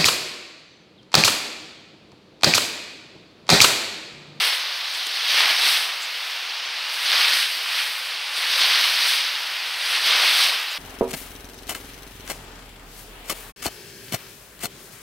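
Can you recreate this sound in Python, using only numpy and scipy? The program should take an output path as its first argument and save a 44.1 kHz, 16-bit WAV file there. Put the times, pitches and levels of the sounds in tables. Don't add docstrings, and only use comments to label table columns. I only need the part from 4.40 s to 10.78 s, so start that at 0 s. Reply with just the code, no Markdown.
import sys
import numpy as np
from scipy import signal
from scipy.fft import rfft, irfft, next_fast_len
from scipy.io import wavfile
from scipy.ndimage import uniform_filter1d

SR = 44100
rng = np.random.default_rng(int(sys.argv[2]) if len(sys.argv) > 2 else 0)


def pcm_store(signal):
    levels = np.round(np.clip(np.atleast_2d(signal), -1, 1) * 32767)
    wavfile.write(sys.argv[1], SR, levels.astype(np.int16).T)


def ratio_of_db(decibels):
    return 10 ** (np.asarray(decibels, float) / 20)


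N = 281341


def evened(x):
    return x / np.sqrt(np.mean(x ** 2) + 1e-20)


def read(points, hz):
    f, value = np.transpose(points)
    return np.interp(np.log(hz + 1), np.log(f + 1), value)


def add(mix, s, sound):
    part = mix[round(s * SR):][:len(sound)]
    part += sound[:len(part)]


def drift(lo_hz, hi_hz):
    t = np.arange(0, N + 64, 64) / SR
    rates_hz = np.geomspace(lo_hz, hi_hz, num=40)
    waves = sum(np.sin(2 * np.pi * (hz * t + rng.random())) for hz in rates_hz)
    return np.interp(np.arange(N) / SR, t, evened(waves))


def swells(s, length, roundness):
    t = np.arange(0, N + 64, 64) / SR
    return np.exp(-(abs(t - s[:, None]) / length[:, None]) ** roundness)


def summed_db(levels_db, shapes, rest_db):
    total_db = 10 * np.log10(ratio_of_db(2 * levels_db) @ shapes + ratio_of_db(2 * rest_db))
    return np.interp(np.arange(N), np.arange(len(total_db)) * 64, total_db)


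def bubble(hz, cycles, glide):
    u = np.arange(max(8, int(cycles * SR / hz))) * hz / SR / cycles
    shape = np.sin(np.pi * u ** 0.73) ** 2
    return shape * np.sin(2 * np.pi * cycles * u * (1 + glide * (u - 1) / 2))


def through_case(x):
    # (frequency [Hz], level [dB])
    wall = [(100, -52), (200, -35.5), (500, -16.5), (1000, -8), (2000, -1), (3300, 2), (4800, 0),
            (6000, -6.5), (8500, -9.5), (12000, -15.5), (16500, -18.5)]
    # (centre [Hz], width [Hz], depth [0-1])
    port = (7045, 1730, 0.81)
    size = next_fast_len(N)
    hz = np.fft.rfftfreq(size, 1 / SR)
    centre_hz, width_hz, depth = port
    notch = 1 - np.clip(depth, 0, 1) / (1 + ((hz - centre_hz) / (width_hz / 2)) ** 2)
    return irfft(rfft(x, size) * ratio_of_db(read(wall, hz)) * notch, size)[:N]


def foam(lo_hz, hi_hz, cycles, per_s, spread_db):
    loudness = ratio_of_db(spread_db * np.minimum(rng.exponential(1, N), 5))
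    bursts = loudness * (rng.random(N) < per_s / SR)
    kind = rng.integers(0, 12, N)
    out = np.zeros(N)
    for k, hz in enumerate(np.geomspace(lo_hz, hi_hz, num=12)):
        ring = bubble(hz, cycles, glide=0.096)
        ring = ring * np.sqrt(hz) / np.linalg.norm(ring)
        out += signal.oaconvolve(bursts * (kind == k), ring)[:N]
    return evened(through_case(out))


def stride():
    # (peak [s], half length [s], fizz [dB], gurgle above the fizz [dB],
    # power share of fine bubbles [dB])
    pushes = [(0.032, 0.087, -19.2, -14.5, -2.5), (.25, .086, -32, -15, -1), (.59, 0.19, -32.5, -34, 0.5),
              (0.95, 0.085, -20, -17, -1.5), (1.008, 0.046, -18, -13.5, -4),
              (1.089, 0.04, -19, -10.5, -3.5), (1.274, 0.11, -18, -16, -2), (1.47, .07, -39.5, -2.5, -9),
              (2.552, .12, -32.5, -15, -2), (2.796, 0.1, -18, -15, -2.5), (2.952, 0.09, -20.5, -20.5, -2),
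              (3.16, 0.069, -29.3, -23, -1.5), (3.383, .086, -24, -19.5, -3.5),
              (4.048, 0.067, -25.8, -14, -3), (2.2, .17, -40, -20, -1), (4.222, 0.027, -18.5, -16, -1.5),
              (4.342, 0.16, -18.5, -15.5, -2.5), (4.675, 0.17, -21, -18.5, -1.74),
              (5.25, 0.37, -33.5, -13.5, -4), (5.55, 0.087, -23, -15, -3), (5.736, 0.066, -19, -12, -2.5),
              (5.86, 0.074, -17.5, -14, -3), (6.002, 0.086, -18, -15.5, -1.5),
              (6.135, .08, -27, -10.5, -5.5)]
    # (peak [s], half length [s], fizz [dB])
    crests = [(.771, 0.038, -28), (.9, .015, -26), (1.363, .02, -25), (2.672, .015, -23.5),
              (2.735, 0.019, -21.5), (3.027, 0.011, -27), (3.974, 0.024, -29), (4.144, .031, -23),
              (4.71, .03, -26), (5.46, 0.028, -29), (5.56, 0.01, -26), (5.678, 0.024, -19.5),
              (6.043, 0.023, -21)]
    crest_gurgle_db, crest_fine_db = -22, -1.3
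    rest_db, rest_gurgle_db, rest_fine_db = -33, -12, -3

    slaps = [(*crest, crest_gurgle_db, crest_fine_db) for crest in crests]
    s, length, db, deep_db, fine_db = np.transpose(list(pushes) + slaps)
    shapes = swells(s, length, roundness=1.64)
    fizz_db = summed_db(db, shapes, rest_db)
    gurgle_db = summed_db(db + deep_db, shapes, rest_db + rest_gurgle_db) - fizz_db
    fine_share_db = summed_db(db + fine_db, shapes, rest_db + rest_fine_db) - fizz_db
    return fizz_db, gurgle_db, fine_share_db


def slosh(flutter_db):
    # (lowest [Hz], highest [Hz], ring [cycles], rate [bubbles/s], loudness spread [dB])
    families = [
        (1300, 3046, 5.16, 12000, 0.8),
        (3360, 6700, 6.2, 14000, 1.8),
        (134.4, 1175, 4.4, 5000, 1.5),
        (2500, 8600, 1.15, 410, -1),
    ]
    fizz_db, gurgle_db, fine_db = stride()
    coarse_db = 10 * np.log10(1 - np.clip(ratio_of_db(2 * fine_db), .1, .9))
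    crackle_db = -13
    out = np.zeros(N)
    for family_db, family in zip([coarse_db, fine_db, gurgle_db, crackle_db], families):
        level_db = fizz_db + flutter_db + family_db + 0.46 * drift(6, 40)
        out += ratio_of_db(level_db) * foam(*family)
    return out


def spray(flutter_db):
    # (peak [s], half length [s], spray [dB], mist above the spray [dB])
    handfuls = [(.051, .048, -32.5, -3), (.15, .036, -39.5, -3), (.567, .048, -45, -2),
                (.668, .016, -44, -4), (.77, .071, -44.5, -2), (.918, 0.042, -39, 1),
                (.999, .032, -33.6, -3), (1.091, 0.039, -37.5, 1), (1.302, 0.087, -31, -2),
                (1.63, .029, -50, -1), (1.88, .04, -50, -3), (2.544, .017, -41, -5),
                (2.643, .016, -40.6, -8), (2.81, 0.16, -36.5, -0.5), (2.977, .062, -33.5, -3.5),
                (3.143, .074, -43.8, 1), (3.425, 0.12, -39, -1), (3.683, .051, -47, -2),
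                (3.84, .09, -48.5, -14), (3.985, 0.027, -37.5, -6), (4.2, 0.098, -37, -2),
                (4.443, .248, -37.5, 0.5), (4.698, .063, -32.5, -3), (5.066, .15, -51.5, -2),
                (5.3, .047, -48, -1), (5.52, 0.096, -37.5, -4), (5.672, .025, -36.5, 0),
                (5.85, .123, -35.7, -1), (6.01, 0.073, -31, -3)]
    # (peak [s], half length [s], mist [dB])
    froth = [(.3, .4, -50), (1.8, .25, -48.5), (3.6, .07, -53), (5.07, .2, -48), (6.201, 0.45, -46)]
    # (lowest [Hz], highest [Hz], ring [cycles], rate [bubbles/s], loudness spread [dB])
    droplets = [
        (7080, 10800, 7.3, 14000, 1.2),
        (11000, 16100, 11, 18000, 1.5),
    ]
    froth_spray_db = -4
    calm_spray_db, calm_mist_db = -56.5, -68

    s, length, db, above_db = np.transpose(handfuls)
    froth_s, froth_length, froth_db = np.transpose(froth)
    shapes = swells(np.r_[s, froth_s], np.r_[length, froth_length], roundness=1.47)
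    spray_db = summed_db(np.r_[db, froth_db + froth_spray_db], shapes, calm_spray_db)
    mist_db = summed_db(np.r_[db + above_db, froth_db], shapes, calm_mist_db)
    loose_db = flutter_db + 0.38 * drift(2.1, 24)
    falling = ratio_of_db(spray_db + loose_db) * foam(*droplets[0])
    mist = ratio_of_db(mist_db + loose_db + 0.4 * drift(6, 40)) * foam(*droplets[1])
    return falling + mist


def plops():
    # (time [s], peak level [dB], pitch [Hz], ring [cycles])
    large_bubbles = [(.988, -11, 2700, 7), (2.7175, -9, 4600, 9), (3.029, -11, 2900, 6),
                     (4.244, -9, 3700, 4), (5.5515, -12, 2800, 9), (5.5625, -14, 3700, 7),
                     (5.7072, -7, 3200, 4), (5.7101, -3.5, 3500, 3), (5.7235, -11, 4700, 6),
                     (5.983, -10, 4300, 6)]
    out = np.zeros(N)
    for s, db, hz, cycles in large_bubbles:
        add(out, s, ratio_of_db(db) * bubble(hz, cycles, glide=0.28))
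    return through_case(out)


def handling():
    # (time [s], peak level [dB], ring [Hz], snap [dB], thud [dB])
    ticks = [(0.02, -32, 7250, -4, -15), (0.5447, -35, 7300, -13, -23), (0.5484, -32, 7300, -13, -23),
             (0.5806, -33, 7300, -10, -17), (0.669, -17, 7300, -9, -21), (1.659, -31, 7300, -14, -19),
             (1.909, -32, 7300, -15, -26), (2.5202, -36, 7300, -7, -22), (2.717, -29.5, 7300, -8, -20),
             (3.17, -31, 7300, -6, -12), (4.2096, -21.5, 7300, -16, -14), (5.665, -26, 7300, -9, -13),
             (5.7062, -24, 7300, -12, -19), (5.721, -23, 7300, -12, -16), (6.2016, -29, 7300, -11, -21),
             (6.214, -26, 7300, -16, -33), (6.228, -31, 7320, -11, -25)]
    # (time [s], length [s], level [dB], pitch [Hz], width [Hz])
    rubs = [
        (0.535, .025, -40, 7500, 2500),
        (1.6, .065, -39, 7000, 2200),
        (6.298, 0.041, -42, 7140, 1300),
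    ]
    out = np.zeros(N)
    for s, db, hz, snap_db, thud_db in ticks:
        add(out, s, ratio_of_db(db) * bubble(hz, 6.3, glide=0.1))
        add(out, s, ratio_of_db(db + snap_db + 11) * bubble(13000, 2.2, glide=0.3))
        add(out, s, ratio_of_db(db + thud_db) * bubble(390, 2.4, glide=-0.1))
    for s, length, db, hz, width_hz in rubs:
        band = signal.butter(2, [hz - width_hz / 2, hz + width_hz / 2], "band", fs=SR)
        grip = ratio_of_db(2.7 * rng.standard_normal(100).repeat(40))
        scratch = rng.standard_normal(4000) * grip
        scratch = evened(signal.lfilter(*band, scratch))[:int(length * SR)]
        add(out, s, ratio_of_db(db) * scratch * np.hanning(len(scratch)) ** 0.5)
    return out


def sway():
    # (lowest [Hz], highest [Hz], ring [cycles], rate [lumps/s], loudness spread [dB])
    lumps = (32, 113, 3.2, 370, 1.4)
    fizz_db = stride()[0]
    return ratio_of_db(-65.5 + 0.71 * fizz_db + 3.0 * drift(2.9, 12)) * foam(*lumps)


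def breakers():
    # (frequency [Hz], level per Hz [dB])
    surf = [(82, -71), (140, -45.5), (517, -19.5), (866, -12.5), (2950, -3.5), (4850, -7), (5910, -15.5),
            (7200, -26), (8950, -25.5), (15000, -35), (15900, -23)]
    frames, hz = N // 256 + 5, np.fft.rfftfreq(1024, 1 / SR)
    real, imaginary, patches = rng.standard_normal((frames, 513, 3)).T
    patches = uniform_filter1d(patches, size=12, axis=0)
    patches = evened(uniform_filter1d(patches, size=14, axis=1))
    spectrum = (real + 1j * imaginary) * ratio_of_db(read(surf, hz)[:, None] + 0.36 * patches)
    hiss = signal.istft(spectrum, nperseg=1024, noverlap=768)[1][:N]
    return ratio_of_db(-31) * evened(hiss)


def scene():
    flutter_db = 0.5 * drift(14, 120)
    water = slosh(flutter_db) + spray(flutter_db) + plops()
    mono = water + handling() + sway() + breakers()
    return np.tile(mono, (2, 1))


def widened(x):
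    # (centre [s], lowest [Hz], highest [Hz])
    moments = [(.107, 4600, 6000), (.107, 13100, 14700), (1.918, 6900, 8500), (1.918, 13100, 14700),
               (2.174, 8300, 10600), (2.267, 5100, 6500), (2.267, 14500, 15700), (2.87, 8900, 11900),
               (3.52, 7500, 9200), (3.52, 13700, 15700), (6.028, 9600, 12700)]
    side = np.zeros(N)
    for s, lo_hz, hi_hz in moments:
        band = signal.firwin(255, [lo_hz, hi_hz], pass_zero=False, fs=SR)
        there = np.convolve(x[0, round(s * SR) - 512:][:1024], band, "same")
        noise = evened(np.convolve(rng.standard_normal(2048), band, "same"))
        noise = noise * signal.windows.tukey(2048, 0.9) ** 2
        add(side, s - 1024 / SR, ratio_of_db(-1.5) * there.std() * noise)
    return x + np.outer([1, -1], side)


def band_limit(x):
    return signal.sosfilt(signal.butter(12, 16050, fs=SR, output="sos"), x)


def record(dry):
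    lowpass = signal.firwin(1023, 15740, window=("kaiser", 9), fs=SR)
    limited = signal.oaconvolve(dry, lowpass[None], "same")
    return band_limit(widened(limited))


dry = scene()
out = record(dry)
pcm_store(out)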